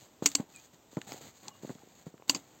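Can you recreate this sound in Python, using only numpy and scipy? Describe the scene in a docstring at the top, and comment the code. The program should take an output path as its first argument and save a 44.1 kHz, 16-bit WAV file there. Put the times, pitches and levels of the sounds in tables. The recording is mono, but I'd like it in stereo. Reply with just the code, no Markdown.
"""A hiker on a stony mountain trail, heard from a microphone carried at the body.
Over a faint outdoor hiss, boots scuff the gravel and land with dull thuds. A metal pole tip cracks on rock
twice, chattering and ringing the shaft. Small stones tick and grind under the soles as the walk goes on,
and a far bird whistles twice, a second apart. Near the end the pole strikes twice more."""
import sys
import numpy as np
from scipy import signal
from scipy.fft import rfft, irfft, next_fast_len
from scipy.io import wavfile
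from scipy.ndimage import uniform_filter1d

SR = 44100
rng = np.random.default_rng(int(sys.argv[2]) if len(sys.argv) > 2 else 0)


def transcribe(signal):
    """Save signal, clipped to [-1, 1], as a 16-bit WAV file at the path in sys.argv[1]."""
    frames = np.atleast_2d(signal).T
    limited = np.clip(frames, -1, 1)
    pcm = np.round(limited * 32767).astype(np.int16)
    wavfile.write(sys.argv[1], SR, pcm)


N = 114660
T = np.arange(N) / SR
HIT_T = T[:8192]  # time axis of one short sound
TIP_LIKENESS, GRIT_LIKENESS = 0.53, 0.3  # left-right correlation: 0 is wide, 1 is mono


def undb(db):
    return 10 ** (np.asarray(db) / 20)


def unit(x):
    """Scale to rms 1."""
    return x / np.sqrt(np.mean(x ** 2))


def blow(x):
    """Scale a hit to the energy of 10 ms at rms 1."""
    return unit(x) * np.sqrt(.01 * SR / x.shape[-1])


def pan(db):
    """Left and right gains; positive dB leans left."""
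    return unit(undb(np.array([[db], [-db]]) / 2))


def add(out, start_s, x):
    """Mix a short sound in."""
    i = int(start_s * SR)
    out[:, i:i + x.shape[-1]] += x[..., :N - i]


def colour(x, points):
    """Minimum-phase EQ through (Hz, dB) points."""
    size = 2 * next_fast_len(x.shape[-1])
    hz, db = np.array(points, float).T
    gain = undb(np.interp(np.log(np.fft.rfftfreq(size, 1 / SR) + 1), np.log(hz), db))
    cepstrum = irfft(np.log(gain))
    cepstrum[1:size // 2] *= 2
    cepstrum[size // 2 + 1:] = 0
    return irfft(rfft(x, size) * np.exp(rfft(cepstrum)))[..., :x.shape[-1]]


def band(x, hz, width_hz):
    """One resonance."""
    return signal.lfilter(*signal.iirpeak(hz, hz / width_hz, fs=SR), x)


def steep_band(x, hz, width_hz):
    """The same resonance twice, for steeper skirts."""
    return band(band(x, hz, width_hz), hz, width_hz)


def stereo(three, likeness):
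    """Left and right from one shared and two separate signals."""
    return np.sqrt(likeness) * three[0] + np.sqrt(1 - likeness) * three[1:]


def swell(rise_s):
    """Rounded attack."""
    return np.sin(np.pi / 2 * np.minimum(HIT_T / rise_s, 1)) ** 2


def arch(length_s):
    """Round-shouldered envelope from silence to silence."""
    return np.sqrt(np.abs(np.sin(np.pi * np.minimum(HIT_T / length_s, 1))))


def burst(rise_s, fade_s, likeness=TIP_LIKENESS):
    """Dense micro-impacts that build up and die away."""
    noise = stereo(rng.standard_normal((3, len(HIT_T))), likeness)
    return noise * swell(rise_s) * np.exp(-np.maximum(HIT_T - rise_s, 0) / fade_s)


def air(level_db=-60.5, waver_db=.8, wide_above_hz=1514):
    """A soft, wavering outdoor bed, centred in the bass and wide in the treble."""
    # tone of the outdoor hiss: freq_hz, gain_db
    air_eq = [(25, -30), (55, -8.5), (95, -5.5), (250, -2.5), (450, -5.5), (900, -9), (1600, -17.5),
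              (3600, -18), (5500, -22.5), (7000, -14), (8500, -21), (12500, -24.5), (16000, -31.5)]
    mid, side, drift = rng.standard_normal((3, N))
    side = signal.sosfilt(signal.butter(1, wide_above_hz, "high", fs=SR, output="sos"), side)
    for _ in range(2):
        drift = uniform_filter1d(drift, size=4000, mode="wrap")
    hiss = unit(colour(mid + 1.3 * np.array([side, -side]), air_eq))
    return undb(level_db + waver_db * unit(drift)) * hiss


def grains(eq, grains_per_s=2500, spread_db=4.5):
    """A stream of grit clicks of unequal size."""
    size = undb(spread_db * np.minimum(rng.exponential(size=(3, N)), 4.3))
    hits = rng.random((3, N)) < grains_per_s / SR
    clicks = hits * size * np.sign(rng.standard_normal((3, N)))
    return unit(colour(stereo(clicks, GRIT_LIKENESS), eq))


def scuffs(rise_s=.011, fade_s=.022):
    """Each drag of a sole swells, holds and fades: fine grit hisses, coarse gravel crunches."""
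    # soles dragging over grit: start_s, length_s, hiss_db, crunch_db, pan_db
    drags = [(-.02, 0.076, -57, -59.5, -1.5), (0.219, 0.034, -45, -71, 2.5),
             (0.27, 0.063, -48.5, -58.5, -0.5), (0.375, .025, -51, -45.5, -2),
             (0.484, 0.099, -60, -64.5, -3.5), (.53, 0.13, -57, -67, -0.5), (0.724, .02, -60.5, -61.5, -4),
             (0.906, 0.082, -57, -68, 2.5), (1.003, 0.047, -57.5, -58.5, -1.5),
             (1.065, 0.071, -46, -48.5, -3.5), (1.15, 0.033, -51, -54, 0.5),
             (1.203, 0.086, -50.5, -52, -7.5), (1.335, 0.088, -58, -62, -32),
             (1.422, 0.068, -55.5, -53, -6), (1.532, 0.17, -62.5, -63.5, -7), (1.618, 0.11, -55, -58, -3.5),
             (1.742, 0.19, -64, -62.5, -2.5), (1.943, 0.074, -59, -59.5, -6),
             (2.053, 0.023, -57.5, -54.5, 1.5), (2.273, 0.099, -48.5, -49, -2.5),
             (2.38, 0.22, -64, -61, -4)]
    # tone of fine grit: freq_hz, gain_db
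    grit_eq = [(300, -16), (1200, -5), (2400, -7.5), (3500, -3), (4500, -1.5), (5500, -13.5), (6700, 4),
               (7700, -1.5), (8500, -8), (12000, -13), (16000, -16)]
    # tone of coarse gravel: freq_hz, gain_db
    gravel_eq = [(40, -40), (110, 2), (260, 0), (500, -5), (800, -4), (1200, -14.5), (2200, -13),
                 (6000, -48.5)]
    hiss_power, crunch_power = 0, 0
    for start_s, length_s, hiss_db, crunch_db, pan_db in drags:
        attack = np.clip((T - start_s) / rise_s, 0, 1)
        release = np.exp(-np.maximum(T - start_s - length_s, 0) / fade_s)
        envelope = pan(pan_db) * attack * release
        hiss_power += (undb(hiss_db) * envelope) ** 2
        crunch_power += (undb(crunch_db) * envelope) ** 2
    return np.sqrt(hiss_power) * grains(grit_eq) + np.sqrt(crunch_power) * grains(gravel_eq)


def thuds(low_cut_hz=116, high_cut_hz=1110, settle_db=-6.5):
    """Boots and gear push once into a heavily damped low resonance, then settle a little."""
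    # dull knocks of boots and gear: start_s, level_db, pitch_hz, pan_db
    knocks = [(0.2232, -30.5, 302, -0.5), (.248, -41, 255, 1), (0.3986, -29.5, 208, -1.5),
              (0.41, -53, 262, 18), (.426, -48, 240, 1), (0.93, -53.5, 350, -3), (0.9698, -30, 260, 1),
              (0.9768, -34.5, 314, 0), (1.120, -42, 635, -31), (1.127, -46.5, 290, -17),
              (1.143, -48, 500, 1), (1.2108, -45, 446, -29), (1.6335, -40, 252, -0.5),
              (1.648, -40, 300, -1), (1.676, -50.5, 274, 0), (1.695, -39.5, 302, -1.5),
              (1.7021, -37, 240, -0.5), (1.753, -48.5, 228, 0), (1.834, -54, 330, -1),
              (1.873, -58.5, 500, 0), (2.0664, -38, 162.4, 1), (2.1405, -49, 310, -3.5),
              (2.198, -56.5, 545, 7.5), (2.3597, -43, 314, 2)]
    cuts = np.vstack([signal.butter(3, low_cut_hz, "high", fs=SR, output="sos"),
                      signal.butter(2, high_cut_hz, fs=SR, output="sos")])
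    push = HIT_T * np.exp(-HIT_T / .00043)
    out = np.zeros((2, N))
    for start_s, level_db, hz, pan_db in knocks:
        settle = burst(rise_s=.001, fade_s=.01, likeness=.9)
        body, tail = (blow(signal.sosfilt(cuts, band(x, hz, width_hz=hz))) for x in (push, settle))
        add(out, start_s, undb(level_db) * pan(pan_db) * (body + undb(settle_db) * tail))
    return out


def pole(tail_db=-6.5, tail_s=.013):
    """The tip cracks and chatters on rock, the shaft rings, nearby rock scatters a short tail."""
    # tip on rock: start_s, crack_db, rise_s, fade_s, ring_db, pan_db, one band_db per tip resonance
    strikes = [(0.2578, -17.5, 0.0017, 0.0053, -27, 0, -37, -28.5, -29.5, -32, -13.5),
               (0.3498, -24, 0.0028, .0021, -28.5, 4, -40, -36, -36, -26, -16),
               (2.2941, -21, 0.0019, 0.0034, -27, 3, -28.5, -37.5, -25, -21.5, -20.5),
               (2.3456, -43.5, 0.0027, 0.0045, -30.5, 4.5, -36, -43, -42, -35.5, -31)]
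    # tone of the crack: freq_hz, gain_db
    crack_eq = [(60, -20.5), (400, -4.5), (700, -8.5), (1100, -1), (1600, -4), (2300, -8.5), (3500, -1),
                (4700, -0.5), (5300, -19.5), (6000, 6), (6700, 0.5), (7600, 4.5), (8400, -0.5), (12000, -8),
                (16000, -18.5)]
    # five broad resonances of the tip and ferrule: pitch_hz, width_hz
    tip_bands = [(1020, 202), (2220, 950), (2800, 600), (4560, 650), (6680, 1180)]
    # ringing modes of the shaft: pitch_hz, level_db, t60_s
    shaft_modes = [(283, -2, .125), (992, -3, .07), (7604, -3, .1), (520, -13, .05), (870, -16, .06),
                   (2050, -15, .06), (2740, -9, .06), (2960, -12, .06), (4530, -7, .06), (4740, -6, .06),
                   (5770, -13, .06), (6535, -2, .07), (6700, -7, .08), (7340, -8, .1), (7970, -13, .08)]
    out = np.zeros((2, N))
    for start_s, crack_db, rise_s, fade_s, ring_db, pan_db, *bands_db in strikes:
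        crack = blow(colour(burst(rise_s, fade_s), crack_eq))
        tail = blow(colour(burst(rise_s, tail_s), crack_eq))
        chatter, ring = 0, 0
        for (hz, width_hz), band_db in zip(tip_bands, bands_db):
            chatter += undb(band_db) * blow(steep_band(burst(rise_s, fade_s), hz, width_hz))
        for hz, mode_db, t60_s in shaft_modes:
            spread = min(hz / 5000, 1)  # higher modes sound wider
            phase = rng.uniform(0, 2 * np.pi) + spread * rng.standard_normal((2, 1))
            ring += undb(mode_db - 60 * HIT_T / t60_s) * np.sin(2 * np.pi * hz * HIT_T + phase)
        tip = undb(crack_db) * (crack + undb(tail_db) * tail) + chatter
        shaft = undb(ring_db) * ring * swell(rise_s)
        add(out, start_s, pan(pan_db) * tip + pan(pan_db / 2) * shaft)
    return out


def from_left(x, lag_s=.0004, lag_top_hz=6760):
    """A source on the left reaches the right channel later; only the lows and mids are delayed."""
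    hz = np.minimum(np.fft.rfftfreq(N, 1 / SR), lag_top_hz)
    right = irfft(rfft(x[1]) * np.exp(-2j * np.pi * hz * lag_s), N)
    return np.array([x[0], right])


def ticks():
    """Tiny hard contacts, each with one broad resonance."""
    # light taps of the tip and of loose stones: start_s, level_db, pitch_hz, width_hz, pan_db
    taps = [(.273, -32, 7600, 1100, -7), (.2878, -37.5, 7500, 1300, -5), (.2995, -43.5, 7500, 1200, 9),
            (.3165, -44.5, 3940, 5500, -8), (0.365, -63, 6800, 2550, 7), (.5605, -47.5, 7500, 1540, -8),
            (.9688, -45.5, 844, 700, -6), (1.0152, -44, 2000, 2610, 0.5), (1.0155, -49, 6850, 2000, 8),
            (1.1195, -42, 3900, 4170, -34), (1.1198, -38, 1150, 1330, -29),
            (1.128, -56.5, 13200, 4000, -18), (1.4812, -42.5, 4000, 2330, 2), (1.482, -40, 6900, 2000, -1),
            (1.483, -48.5, 840, 128, -4), (1.6935, -49.5, 910, 800, -3), (1.7496, -59, 3200, 5000, 12),
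            (1.7845, -61.5, 1300, 1760, 6.5), (2.1783, -61, 950, 1290, 5), (2.2222, -52, 633, 800, -5),
            (2.305, -35, 7740, 1000, -1), (2.310, -39, 6750, 3000, -3), (2.362, -43.5, 4440, 4000, -4)]
    out = np.zeros((2, N))
    for start_s, level_db, hz, width_hz, pan_db in taps:
        tick = steep_band(burst(rise_s=.0007, fade_s=.0011), hz, width_hz)
        add(out, start_s, undb(level_db) * pan(pan_db) * blow(tick))
    return out


def grinds(slips_per_s=240, width_hz=146):
    """Uneven stick-slip pulses ring a stone that turns under the sole."""
    # stones grinding underfoot: start_s, length_s, level_db, pitch_hz
    stones = [(0.458, 0.065, -65.5, 860), (1.065, 0.13, -53, 754), (1.431, 0.098, -59.5, 1080),
              (1.541, .03, -60.5, 1120), (1.809, 0.022, -57.5, 784)]
    out = np.zeros((2, N))
    for start_s, length_s, level_db, hz in stones:
        slips = rng.random((3, len(HIT_T))) < slips_per_s / SR
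        pulses = stereo(slips * rng.standard_normal(slips.shape), GRIT_LIKENESS)
        stone = unit(steep_band(pulses, hz, width_hz))
        add(out, start_s, undb(level_db) * stone * arch(length_s))
    return out


def bird(fade_s=.05):
    """A far bird's thin whistles dip in pitch and rise again."""
    # whistled calls: start_s, length_s, level_db, first_hz, middle_hz, last_hz
    calls = [(0.541, 0.0725, -55, 2635, 2410, 2660), (1.505, 0.096, -64, 2980, 2830, 3030)]
    out = np.zeros((2, N))
    for start_s, length_s, level_db, *pitches_hz in calls:
        progress = np.minimum(HIT_T / length_s, 1)
        glide_hz = np.polyval(np.polyfit([0, .5, 1], pitches_hz, 2), progress)
        whistle = np.sin(2 * np.pi * np.cumsum(glide_hz) / SR)
        envelope = 2 * arch(length_s) * np.exp(-HIT_T / fade_s)
        add(out, start_s, undb(level_db) * envelope * whistle)
    return out


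def scene():
    """The pole on the left, footwork close by, bird and air behind."""
    return from_left(pole()) + ticks() + thuds() + scuffs() + grinds() + bird() + air()


def record(dry, top_hz=15900):
    """The recorder carves a deep gap in the treble and cuts the top steeply."""
    # recorder tone, scooped around 10 kHz: freq_hz, gain_db
    recorder_eq = [(20, -0.5), (8300, -1.5), (8800, -19.5), (9600, -30), (11250, -29), (11650, -3.5),
                   (16000, 4.5)]
    top_cut = signal.ellip(12, .2, 95, top_hz, fs=SR, output="sos")
    return signal.sosfilt(top_cut, colour(dry, recorder_eq))


dry = scene()
out = record(dry)
transcribe(out)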